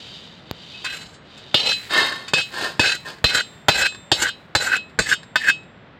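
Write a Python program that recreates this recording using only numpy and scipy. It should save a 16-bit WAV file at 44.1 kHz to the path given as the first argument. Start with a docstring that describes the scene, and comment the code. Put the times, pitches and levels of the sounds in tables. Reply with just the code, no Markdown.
"""First, seeds slide softly about in a tilted iron pan outdoors, over quiet air, and single seeds tick.
Then a slotted steel spatula pushes the roasted seeds into a steel plate, stroke after stroke.
In a full stroke the blade clatters down, scrapes and judders towards the rim, then leaves it and rings.
Random tiny impacts drive resonances for scrapes and seeds; decaying sine waves make the free ringing.
A few showers of seeds patter into the plate; other seeds shift in the pan after the strokes."""
import sys
import numpy as np
from scipy import signal
from scipy.fft import rfft, irfft
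from scipy.io import wavfile
from scipy.ndimage import uniform_filter1d, map_coordinates

SR = 44100
rng = np.random.default_rng(int(sys.argv[2]) if len(sys.argv) > 2 else 0)


def unload_audio(sound):
    """Save the sound as a 16-bit wav file, at the path given as the first command line argument."""
    columns = np.transpose(np.atleast_2d(sound))
    # keep every value between -1 and 1, then stretch to whole-number steps
    steps = np.round(np.clip(columns, -1, 1) * 32767)
    wavfile.write(sys.argv[1], SR, steps.astype(np.int16))


N = 264159
TIME = np.arange(N) / SR  # [s]

# Levels in the tables are settings; the functions add fixed trims to some of them.
# The blade lands: (time [s], clatter length [s], pan thud [dB], pan knock [dB], judder [dB], crack [dB],
#   low tone [dB], high tone [dB], overtones [dB], overtone tilt [dB per octave])
STRIKES = [(1.543, 0.0084, -29, -23.5, -31, -29, -35, -25, -28, -16.5),
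           (2.335, .0026, -26.5, -29, -24, -29, -21.5, -32, -31.5, -3.5),
           (2.7945, 0.0054, -23, -21.5, -20, -32, -19.5, -31.5, -31.5, -3.5),
           (3.2421, 0.0065, -20.5, -26, -30, -26.5, -27, -18.5, -32.5, -9),
           (3.684, 0.012, -23, -16, -17.5, -20.5, -24.5, -25.5, -29.5, -4.5),
           (4.116, 0.0088, -28.5, -20, -22, -33, -32, -28, -27, -4),
           (4.5509, .013, -28.5, -25, -17, -26, -33.5, -24, -34, 3.5),
           (4.989, 0.017, -25.5, -25, -16, -26.5, -33.5, -29.5, -38.5, 10),
           (5.3572, 0.01, -47.5, -37, -13, -27, -30, -40, -35, -8)]
# The blade skips off or leaves the iron and rings freely:
#   (time [s], low tone [dB], high tone [dB], overtones [dB], overtone tilt [dB per octave])
LIFTOFFS = [(0.738, -43, -59, -64, -17), (1.138, -73, -59, -59, 13), (1.72, -31, -26, -34, 4.5),
            (2.407, -31.5, -38, -35.5, 3), (2.953, -46, -42, -46.5, 8), (3.406, -47, -42, -43, 4),
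            (3.867, -33, -38, -41.5, 6), (4.291, -47.5, -43, -43.5, -1.5), (4.768, -32.5, -44, -47, -1.5),
            (5.14, -48.5, -58.5, -42, 1.5), (5.502, -28.5, -52, -39, 1.5)]
# A push, lasting until the next lift-off: (start [s], hardest moment [share of the push], hiss [dB],
#   rumble [dB], judder at start [dB], judder at end [dB], judder pitch at start [Hz],
#   song at start [dB], song at end [dB], song's sag midway [dB], flick at the rim [dB])
SCRAPES = [(0.854, 0.37, -45, -56, -25, -70, 1596, -22, -45.5, -1, -61),
           (1.563, 0.69, -40.5, -33.5, -46, -47, 1779, -15.5, -11, 2, -40),
           (2.354, 0.55, -39, -31.5, -31, -22, 1689, -21, -11.5, -3.5, -38),
           (2.815, 0.15, -36, -33.5, -19, -30, 1566, -17.5, -22.5, -7, -34.5),
           (3.266, 0.66, -29, -35.5, -37, -12.5, 1557, -13.5, -14.5, 2, -48),
           (3.711, 0.54, -30.5, -34, -35, -17.5, 1613, -15.5, -11, 5.5, -40),
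           (4.142, 0.52, -27, -35.5, -42, -13, 1552, -25, -17, 5, -36),
           (4.576, 0.4, -30.5, -36, -31.5, -15, 1501, -22, -16, 6, -34),
           (5.021, 0.67, -29.5, -43.5, -42, -11.5, 1774, -24, -17, 5, -31),
           (5.384, 0.91, -33, -44.5, -38, -8.5, 1786, -33, -9, 7.5, -45)]
# Light touches of the blade: (time [s], level [dB])
TOUCHES = [(0.8443, -23), (0.854, -32), (1.3752, -39.5), (2.28, -27.5)]
# The pan's rim sings on after the blade slips off it: (time [s], level [dB])
RIM_SLIPS = [(3.406, -43), (3.869, -38.5), (4.768, -56), (5.143, -49.5), (5.505, -54)]
# Seeds pour into the plate:
#   (time [s], rise [s], hold [s], fall [dB per s], clicks [dB], plate ring relative to clicks [dB])
SHOWERS = [(1.891, 0.069, 0.043, 101, -19.5, 5.5), (2.502, 0.13, 0.023, 193, -24, -12),
           (3.045, 0.022, 0.034, 249, -33, -30)]
# Seeds slide in the tilted pan: (time [s], rise [s], hold [s], fall [dB per s], level [dB])
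SLIDES = [(0, 0.0013, 0.18, 48, -37), (0.44, 0.32, 0.091, 250, -37), (1.187, 0.2, 0.23, 300, -42.5),
          (2.275, 0.0067, 0.0078, 399.5, -37)]
# Stray single seeds: (time [s], level [dB])
STRAYS = [(0.0683, -41), (0.3935, -43), (1.2524, -44), (1.908, -13), (2.1239, -15.5), (2.541, -18),
          (2.719, -23), (3.185, -30.5), (3.9238, -25.5), (3.9479, -21), (4.897, -37), (5.2317, -25),
          (5.633, -38)]
# One dry knock close to the microphone: (time [s], level [dB])
KNOCK = (.5122, -23)

# Tones of the spatula in six families; t60 is the time to fade by 60 dB when undamped:
#   (frequency [Hz], level [dB], t60 [s])
SPATULA_MODES = [
    [(2575, 0, .25)],
    [(2800, -9, .1), (2919, 1.5, .19), (3160, 2.5, .19), (3185, -3, .14), (3262, -8, .1)],
    [(3505, -6.5, 0.082), (3830, 1, 0.4), (3617, 4, 0.13), (3800, -8, 0.51)],
    [(4020, 0, .3), (4072, -12, .3), (4127, -9, .14)],
    [(4298, -9, .22), (4465, 0, .16), (4587, -1, .17), (4727, -7, .12), (4918, -5, .15), (5108, -8, .2),
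     (5303, -8, .22), (5368, -5, .17)],
    [(6130, -5.5, .12), (6690, -0.5, 0.25), (7155, -4.5, 0.094), (7430, -4.5, 0.13), (7600, -2.5, .25),
     (7600, -9, 0.14), (7700, -9.5, 0.14), (8060, -1.5, 0.23), (8440, -13, 0.086), (9340, -11.5, .13)],
]
# Long-lived tones of the pan's rim: (frequency [Hz], level [dB], t60 [s])
RIM_MODES = [(1249, -14, .6), (1782, -12, .9), (3590, -1, .8), (7572, 0, .7), (8158, -14, .8)]
# Resonances of the iron pan: (frequency [Hz], width [Hz], level [dB])
PAN_MODES = [(291, 53, 0), (359, 65, 1), (445, 60, 2), (521, 40, 4), (614, 65, 1.5), (676, 78, 0.5),
             (790, 157, 2), (972, 210, -0.5)]
# The whole pan rocking in the hand, and its wall: (frequency [Hz], width [Hz], level [dB])
PAN_ROCK_MODES = [(76.8, 122, 1.5), (145, 109, 6), (200, 110, -5)]
# The bowl of the pan under sliding seeds: (frequency [Hz], width [Hz], level [dB])
BOWL_MODES = [(2940, 55, -1), (3146, 33, 8), (3580, 29, 3.5), (3870, 41, 3), (4580, 130, 2.5)]
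# Resonances of the steel plate: (frequency [Hz], width [Hz], level [dB])
PLATE_MODES = [(1090, 28, -2), (1500, 60, -7), (1783, 36, 2), (2120, 27, -1), (2660, 50, -10),
               (3180, 27, -2), (3698, 28, 0), (3832, 15, -2), (3960, 20, -7), (4390, 37, -5),
               (5030, 34, -9)]

# Colours, meaning how strong each pitch region is: (frequency [Hz], level [dB])
# Crack of the blade landing: (frequency [Hz], level [dB])
CRACK_COLOUR = [(300, -3.5), (1000, 6), (2200, 4), (3600, -13), (5000, -23), (6000, -13), (7600, -13),
                (9200, -27.5), (14500, -23), (16000, -24.5)]
# Hiss of the scraping edge: (frequency [Hz], level [dB])
FRICTION_COLOUR = [(300, 14), (1200, 1.5), (2200, 7), (4500, 3.5), (6000, 0.5), (7600, 10), (8400, -1.5),
                   (9500, -9), (12000, -9), (15000, -13.5), (16000, -52)]
# Seeds clicking on steel: (frequency [Hz], level [dB])
PATTER_COLOUR = [(120, -18), (200, -11.5), (340, -2.5), (916, -4.5), (1080, -3), (1180, -16), (1810, 1.5),
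                 (2020, -23), (2130, -12), (2510, -14), (3830, -11), (5230, -12.5), (5630, -27),
                 (7680, -20.5), (16000, -58)]
# The hardest kernels ticking: (frequency [Hz], level [dB])
TICK_COLOUR = [(1500, 5), (4000, 5), (6000, -5.5), (8000, -4), (10000, -17.5), (14500, -7.5), (16000, -23)]
# Seeds sliding in the pan: (frequency [Hz], level [dB])
SLIDE_COLOUR = [(300, -7), (1500, -23), (2500, 1), (3200, 4), (4000, 9), (5000, -6), (5800, -14),
                (7500, -13.5), (9500, -27.5), (15000, -51)]
# Seeds shifting after a stroke: (frequency [Hz], level [dB])
RUSTLE_COLOUR = [(200, -5.5), (500, -21), (1800, 8.5), (4600, 3.5), (6000, -8.5), (7600, -2), (9500, -13.5),
                 (15000, -13)]
# Quiet outdoor air: (frequency [Hz], level [dB])
AIR_COLOUR = [(15, -60), (25, -15.5), (161, 0), (256, -6), (309, -9), (451, -9), (607, -10), (796, -12.5),
              (1160, -14.5), (1440, -13.5), (1650, -14.5), (2000, -14.5), (2160, -18.5), (3620, -23.5),
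              (16000, -87)]

# Balance of the four overtone families, low to high, when struck: (level [dB])
STRUCK_BALANCE_DB = [-1, 0.5, 3, -3]
# The same balance when ringing freely: (level [dB])
FREE_BALANCE_DB = [2, -2.5, -5, -13.5]

# Friction swells and ebbs around the hardest moment: width [share of the push] and depth [dB]
HISS_WIDTH, HISS_DEPTH_DB = 0.25, 17
RUMBLE_WIDTH, RUMBLE_DEPTH_DB = 0.56, 13.5
JUDDER_BULGE_DB = 5  # extra judder midway
RIM_JUDDER_HZ, GLIDE_POWER = 1541, 2.4  # pitch at the rim; a higher power glides later
FLICK_S, FLICK_JUDDER_DB = 0.0063, 18.5  # the edge drags over the rim: fade time, extra judder
BITE_S, LET_GO_S = 0.015, 0.0061  # the edge takes hold and lets go
SETTLE_DB, EMPTYING_DB_PER_S = -43.5, 8.5  # seeds shift more faintly as the pan empties
SETTLE_RISE_S, SETTLE_HOLD_S, SETTLE_FALL_DB_PER_S = 0.01, 0.12, 74.5
TICKS_PER_S, TICKS_DB = 630, -10.5
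AIR_DB = -46
CUTOFF_HZ = 15900


def scrapes():
    """The edge catches on rough iron; the catches hiss, rumble in the pan and sing in the blade."""
    hiss_gain, rumble_gain, judder_gain, song_gain = pushes()
    catches = evened(grains(2200, spread_db=4.5), span_s=0.058)

    rasp = gliding(metallic(catches, t60_s=0.11, ring_db=6, count=60), follow=.25)
    hiss = rms_one(tinted(rasp, FRICTION_COLOUR)) * from_db(5.5) * hiss_gain

    pan_sound = resonate(catches, PAN_MODES + PAN_ROCK_MODES)
    rumble_colour = [(60, -8.0), (250, -10), (500, 0.5), (1100, -3.5), (2500, 14.0)]
    rumble = evened(tinted(pan_sound, rumble_colour), span_s=0.016)
    rumble = rumble * from_db(1.66) * rumble_gain

    chatter = rms_one(gliding(resonate(catches, [(1925, 150, 0)]), follow=.5))
    shake = judder(width_hz=180, slips_per_s=1400) * from_db(-6.5) + from_db(-15) * chatter
    shake = shake * judder_gain * grip(rate_hz=30, depth_db=4.5)

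    grind_colour = [(900, 4.5), (2200, 8), (3200, -5.5), (4500, -6.0), (5800, 5), (9000, -45.5)]
    grind = rms_one(tinted(rasp, grind_colour))
    song = from_db(-6.5) * blade_song(catches, contact_hz=5.7) + from_db(-20) * grind
    song = song * song_gain

    out = (hiss + rumble + shake + song) * grip(rate_hz=22, depth_db=3.0)
    for s, *ring_db in LIFTOFFS:
        levels = family_levels(FREE_BALANCE_DB, *ring_db)
        add(out, s, spatula_ring(levels, rise_s=0.01, damping=1.0))
    return out


def pushes():
    """Gains of hiss, rumble, judder and song: friction peaks with pressure and a flick ends each push."""
    gains = np.zeros((4, N))
    for (s, crest, hiss_db, rumble_db, judder_from, judder_to, _,
         song_from, song_to, sag_db, flick_db) in SCRAPES:
        end = next_liftoff(s)
        near = (TIME > s - .1) & (TIME < end + .1)
        t = TIME[near]
        way = np.clip((t - s) / (end - s), 0, 1)  # 0 at the start, 1 at lift-off
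        midway = np.sin(np.pi * way)

        bite = np.clip(1 + (t - s) / BITE_S, 0, 1)
        contact = bite * np.exp(-np.maximum(t - end, 0) / LET_GO_S)
        flick = from_db(flick_db) * np.exp(-np.abs(t - end) / FLICK_S)

        hiss = from_db(hiss_db + arch(way - crest, HISS_WIDTH, HISS_DEPTH_DB))
        rumble = from_db(rumble_db + arch(way - crest, RUMBLE_WIDTH, RUMBLE_DEPTH_DB))
        shake = from_db(judder_from + (judder_to - judder_from) * way + JUDDER_BULGE_DB * midway)
        song = from_db(song_from + (song_to - song_from) * way - sag_db * midway)

        hiss_gain = np.hypot(contact * hiss, flick)
        judder_gain = np.hypot(contact * shake, from_db(FLICK_JUDDER_DB) * flick)
        gains[:, near] += [hiss_gain, contact * rumble, judder_gain, contact * song]
    return gains


def judder(width_hz, slips_per_s):
    """Uneven slips shake the pressed blade around its gliding pitch."""
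    slips = grains(slips_per_s, spread_db=-7.5) * np.exp(2j * np.pi * rng.random(N))
    swing = signal.sosfilt(signal.butter(2, width_hz / 2, fs=SR, output="sos"), slips)
    carrier = np.exp(2j * np.pi * np.cumsum(bearing_hz()) / SR)
    return evened(np.real(swing * carrier), span_s=.02)


def bearing_hz():
    """Pitch of the pressed blade, which glides to the same value at the rim in every push."""
    way = np.linspace(0, 1, 12)
    times = [s + way * (next_liftoff(s) - s) for s, *_ in SCRAPES]
    start_hz = np.array(SCRAPES)[:, 6]
    pitches = [hz + (RIM_JUDDER_HZ - hz) * way ** GLIDE_POWER for hz in start_hz]
    return np.interp(TIME, np.ravel(times), np.ravel(pitches))


def gliding(x, follow):
    """Vary the playing speed so that resonances rise and fall with the pitch of the pressed blade."""
    speed = (bearing_hz() / np.mean(bearing_hz())) ** follow
    return map_coordinates(x, [np.cumsum(speed)], order=3, mode="mirror")


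def grip(rate_hz, depth_db):
    """The edge grips and slips unevenly: a randomly wavering gain."""
    slow = signal.sosfilt(signal.butter(2, rate_hz, fs=SR, output="sos"), rng.standard_normal(N))
    return from_db(depth_db * np.tanh(rms_one(slow)))


def blade_song(catches, contact_hz):
    """Iron widens the blade's resonances; their balance shifts as it travels from landing to lift-off."""
    landings = [[s, *family_levels(STRUCK_BALANCE_DB, low, high, overtones, tilt)]
                for s, *_, low, high, overtones, tilt in STRIKES]
    releases = [[s, *family_levels(FREE_BALANCE_DB, *ring_db)] for s, *ring_db in LIFTOFFS]
    poses = np.array(sorted(landings + releases))
    song = 0
    for modes, family_db in zip(SPATULA_MODES, poses.T[1:]):
        # a short ring means a wide resonance; contact widens it further
        pressed = [(hz, contact_hz + np.log(1000) / (np.pi * t60), db) for hz, db, t60 in modes]
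        voice = evened(resonate(catches, pressed), span_s=0.034)
        song = song + voice * from_db(np.interp(TIME, poses[:, 0], family_db))
    return evened(song, span_s=0.039)


def strikes():
    """Each landing thuds in the pan, cracks at the contact and rings the blade, which the iron damps."""
    out = np.zeros(N)
    for s, length_s, thud_db, knock_db, judder_db, crack_db, *ring_db in STRIKES:
        force = clatter(length_s, rebound_db=-15.5, grit_db=-31.0)
        add(out, s, burst(resonate(force, PAN_ROCK_MODES, scatter_db=2.5), thud_db))
        add(out, s, burst(resonate(force, PAN_MODES, scatter_db=4.0), knock_db))
        add(out, s, burst(resonate(force, [(1505, 72, 0), (1785, 135, 0)]), judder_db - 4.5))
        crack = tinted(metallic(force, t60_s=0.056, ring_db=-1), CRACK_COLOUR)
        add(out, s, burst(crack, crack_db + 6.0))
        levels = family_levels(STRUCK_BALANCE_DB, *ring_db)
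        add(out, s, from_db(-3.0) * spatula_ring(levels, rise_s=0.0021, damping=1.233))
    for s, db in TOUCHES:
        force = clatter(0.0093, rebound_db=-17, grit_db=-43)
        crack = tinted(metallic(force, t60_s=0.12, ring_db=4), CRACK_COLOUR)
        add(out, s, burst(crack, db - 12.5))
        levels = [-19.5, -30, -27.5, -46, -22, -27.5]
        add(out, s, from_db(db) * spatula_ring(levels, rise_s=0.0035, damping=1.4))
    return out


def clatter(length_s, rebound_db, grit_db, count=5, size=6000):
    """The blade lands, rebounds a few times and crushes grit in between."""
    t = TIME[:size]
    force = from_db(grit_db) * rng.standard_normal(size) * np.exp(-t / length_s)
    jitter = rng.uniform(-0.22, 0.34, count - 1)
    when = length_s * (np.arange(1, count) + jitter) / (count - 1)
    rebounds = from_db(rebound_db * when / length_s) * rng.choice([-1, 1], count - 1)
    force[0] += 1
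    force[(when * SR).astype(int)] += rebounds
    return force


def spatula_ring(family_db, rise_s, damping):
    """Ringing of the blade as fading sine waves; family levels apply 30 ms after the start."""
    t = TIME[:SR * 3 // 4]
    out = np.zeros(len(t))
    for modes, level_db in zip(SPATULA_MODES, family_db):
        hz, db, t60 = np.transpose(modes)[:, :, None]
        share = from_db(db) / np.sqrt(np.sum(from_db(db) ** 2) / 2)
        decay = np.exp(-np.log(1000) * damping * (t - .03) / t60)
        tones = np.sin(2 * np.pi * (hz * t + rng.random(hz.shape)))
        out += from_db(level_db) * np.sum(share * decay * tones, axis=0)
    return out * np.minimum(t / rise_s, 1)


def family_levels(balance_db, low_db, high_db, overtones_db, tilt_db=0):
    """Levels of the blade's six families: two main tones, and overtones on a common slope."""
    centres = [np.mean(np.array(modes)[:, 0]) for modes in SPATULA_MODES]
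    low, second, third, high, fifth, sixth = centres
    octaves = np.log2(np.array([second, third, fifth, sixth]) / high)
    second_db, third_db, fifth_db, sixth_db = overtones_db + np.array(balance_db) + tilt_db * octaves
    return [low_db, second_db, third_db, high_db, fifth_db, sixth_db]


def next_liftoff(s):
    """Time at which the blade next leaves the iron."""
    return min(row[0] for row in LIFTOFFS if row[0] > s)


def rim():
    """Faint, slowly dying tones of the iron."""
    out, t = np.zeros(N), TIME[:SR]
    hz, db, t60 = np.transpose(RIM_MODES)[:, :, None]
    for s, level_db in RIM_SLIPS:
        decay = np.exp(-np.log(1000) * t / t60)
        tones = from_db(level_db + db) * decay * np.sin(2 * np.pi * hz * t)
        add(out, s, tones.sum(axis=0))
    return out


def seeds():
    """Seeds strike steel in showers, slide and shift in the pan, or fall singly."""
    return showers() + sliding() + shifting() + stray_seeds()


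def showers():
    """Many small impacts click on the steel and ring the plate; the hardest kernels tick."""
    hail = evened(grains(1300, spread_db=2.5), span_s=0.022)
    clicks = evened(tinted(metallic(hail, t60_s=0.11, ring_db=2.5), PATTER_COLOUR), span_s=0.12)
    kernels = metallic(grains(TICKS_PER_S, spread_db=5.5), t60_s=0.02, ring_db=12)
    ticks = evened(tinted(kernels, TICK_COLOUR), span_s=0.086)
    clicks = clicks + from_db(TICKS_DB) * ticks
    plate = evened(resonate(hail, PLATE_MODES), span_s=0.078)
    out = np.zeros(N)
    for *shape, db, ring_db in SHOWERS:
        mix = from_db(0.5) * clicks + from_db(ring_db - 3.5) * plate
        out += from_db(db) * swell(*shape) * mix
    return out


def sliding():
    """Rolling seeds make a dense run of tiny impacts that also sounds the bowl of the pan."""
    rolling = grains(2000, spread_db=0.5)
    bowl = rms_one(resonate(rolling, BOWL_MODES))
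    slide = rms_one(tinted(rolling, SLIDE_COLOUR)) + from_db(-1) * bowl
    gain = sum(from_db(db) * swell(*shape) for *shape, db in SLIDES)
    return evened(slide, span_s=0.23) * from_db(-3.5) * gain


def shifting():
    """Seeds rustle as they settle after each stroke, more faintly each time."""
    rustle = evened(tinted(grains(2700, spread_db=-4.5), RUSTLE_COLOUR), span_s=0.0518)
    ends = [next_liftoff(s) for s, *_ in STRIKES]
    gain = 0
    for s in ends:
        level = from_db(SETTLE_DB - EMPTYING_DB_PER_S * (s - ends[0]))
        gain = gain + level * swell(s, SETTLE_RISE_S, SETTLE_HOLD_S, SETTLE_FALL_DB_PER_S)
    return rustle * from_db(3.5) * gain


def stray_seeds():
    """Single seeds: one short metallic click, repeated at different levels."""
    out = np.zeros(N)
    impact = signal.unit_impulse(SR // 8)
    one_seed = tinted(metallic(impact, t60_s=0.075, ring_db=2), PATTER_COLOUR)
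    for s, db in STRAYS:
        add(out, s, burst(one_seed, db - 20))
    return out


def knock():
    """One dull pulse with a sharp edge."""
    out = np.zeros(N)
    s, db = KNOCK
    colour = [(25, -16), (90, 1), (250, -4), (800, -10.0), (2000, -20), (4700, -16.5),
              (5700, -36), (7000, -26), (9500, -46), (14000, -28)]
    pulse = -tinted(signal.unit_impulse(SR // 8), colour)
    add(out, s, burst(pulse, db - 6))
    return out


def quiet_air():
    """Steady noise, coloured like the quiet air of the yard."""
    return from_db(AIR_DB) * rms_one(tinted(rng.standard_normal(N), AIR_COLOUR))


def grains(per_s, spread_db):
    """Tiny impacts at random times, with randomly spread sizes and signs."""
    sizes = from_db(spread_db * np.minimum(rng.exponential(1, N), 4)) * rng.choice([-1, 1], N)
    hits = rng.random(N) < per_s / SR
    return rms_one(sizes * hits) + 1e-9 * rng.standard_normal(N)  # the trace of noise avoids pure silence


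def metallic(x, t60_s, ring_db, count=110):
    """Add the crowd of short-lived high tones of a metal sheet."""
    t = TIME[:SR // 4]
    hz = 1000 + 14500 * (np.arange(count)[:, None] + rng.random((count, 1))) / count
    tones = np.sin(2 * np.pi * (hz * t + rng.random((count, 1)))).sum(axis=0)
    modes = tones * np.exp(-np.log(1000) * t / t60_s)
    ringing = signal.oaconvolve(x, modes / np.linalg.norm(modes))[:len(x)]
    return (x + from_db(ring_db) * ringing) / np.hypot(1, from_db(ring_db))


def resonate(x, modes, scatter_db=0):
    """Resonances side by side; the point of contact scatters their strengths."""
    out = 0
    for k, (hz, width_hz, db) in enumerate(modes):
        r = np.exp(-np.pi * width_hz / SR)
        strength = from_db(db + scatter_db * rng.standard_normal())
        gain = (-1) ** k * strength * (1 - r * r) / 2  # neighbours have opposite signs
        feedback = [1, -2 * r * np.cos(2 * np.pi * hz / SR), r * r]
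        out = out + signal.lfilter([gain, 0, -gain], feedback, x)
    return out


def tinted(x, colour, size=2048):
    """Filter with the given colour that acts as early as it can (minimum phase)."""
    hz, db = np.transpose(colour)
    grid = np.maximum(np.arange(size // 2 + 1) * SR / size, 1)
    cepstrum = irfft(np.log(from_db(np.interp(np.log(grid), np.log(hz), db))))
    folded = np.r_[cepstrum[0], 2 * cepstrum[1:size // 2]]
    response = irfft(np.exp(rfft(folded, size)))
    return signal.oaconvolve(x, response)[:len(x)]


def swell(s, rise_s, hold_s, fall_db_per_s):
    """Gain that rises, holds and dies away."""
    fall_db = np.clip(fall_db_per_s * (TIME - s - rise_s - hold_s), 0, 150)
    return np.clip((TIME - s) / rise_s, 0, 1) * from_db(-fall_db)


def arch(offset, width, depth_db):
    """Bell-shaped rise and fall in dB, 0 at the top."""
    return depth_db * (np.exp(-(offset / width) ** 2) - 1)


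def from_db(db):
    """Decibels to gain."""
    return 10 ** (np.asarray(db) / 20)


def rms_one(x):
    """Scale to an average strength (rms) of 1."""
    return x / np.sqrt(np.mean(np.abs(x) ** 2) + 1e-20)


def evened(x, span_s):
    """Even out the strength over every stretch of span_s; the faster grain stays."""
    power = uniform_filter1d(np.abs(x) ** 2, max(int(span_s * SR), 8))
    return x / np.sqrt(np.maximum(power, 1e-12))


def burst(x, db):
    """Scale a short sound so that its energy equals that level held for 30 ms."""
    return from_db(db) * x * np.sqrt(.03 * SR / np.sum(x ** 2))


def add(out, s, x):
    """Mix x in at time s."""
    start = round(s * SR)
    out[start:start + len(x)] += x[:N - start]


def scene():
    """Spatula, pan and seeds over the quiet air of the yard."""
    return (scrapes() + strikes() + rim() + seeds() + knock() + quiet_air())[None]


def record(dry):
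    """The microphone loses the deepest bass, the hardest peaks are rounded and the top is cut."""
    thinned = signal.sosfilt(signal.butter(2, 42, "high", fs=SR, output="sos"), dry)
    rounded = thinned / (1 + (thinned / .88) ** 4) ** (1 / 4)
    return signal.sosfilt(signal.ellip(10, .2, 95, CUTOFF_HZ, fs=SR, output="sos"), rounded)


dry = scene()
out = record(dry)
unload_audio(out)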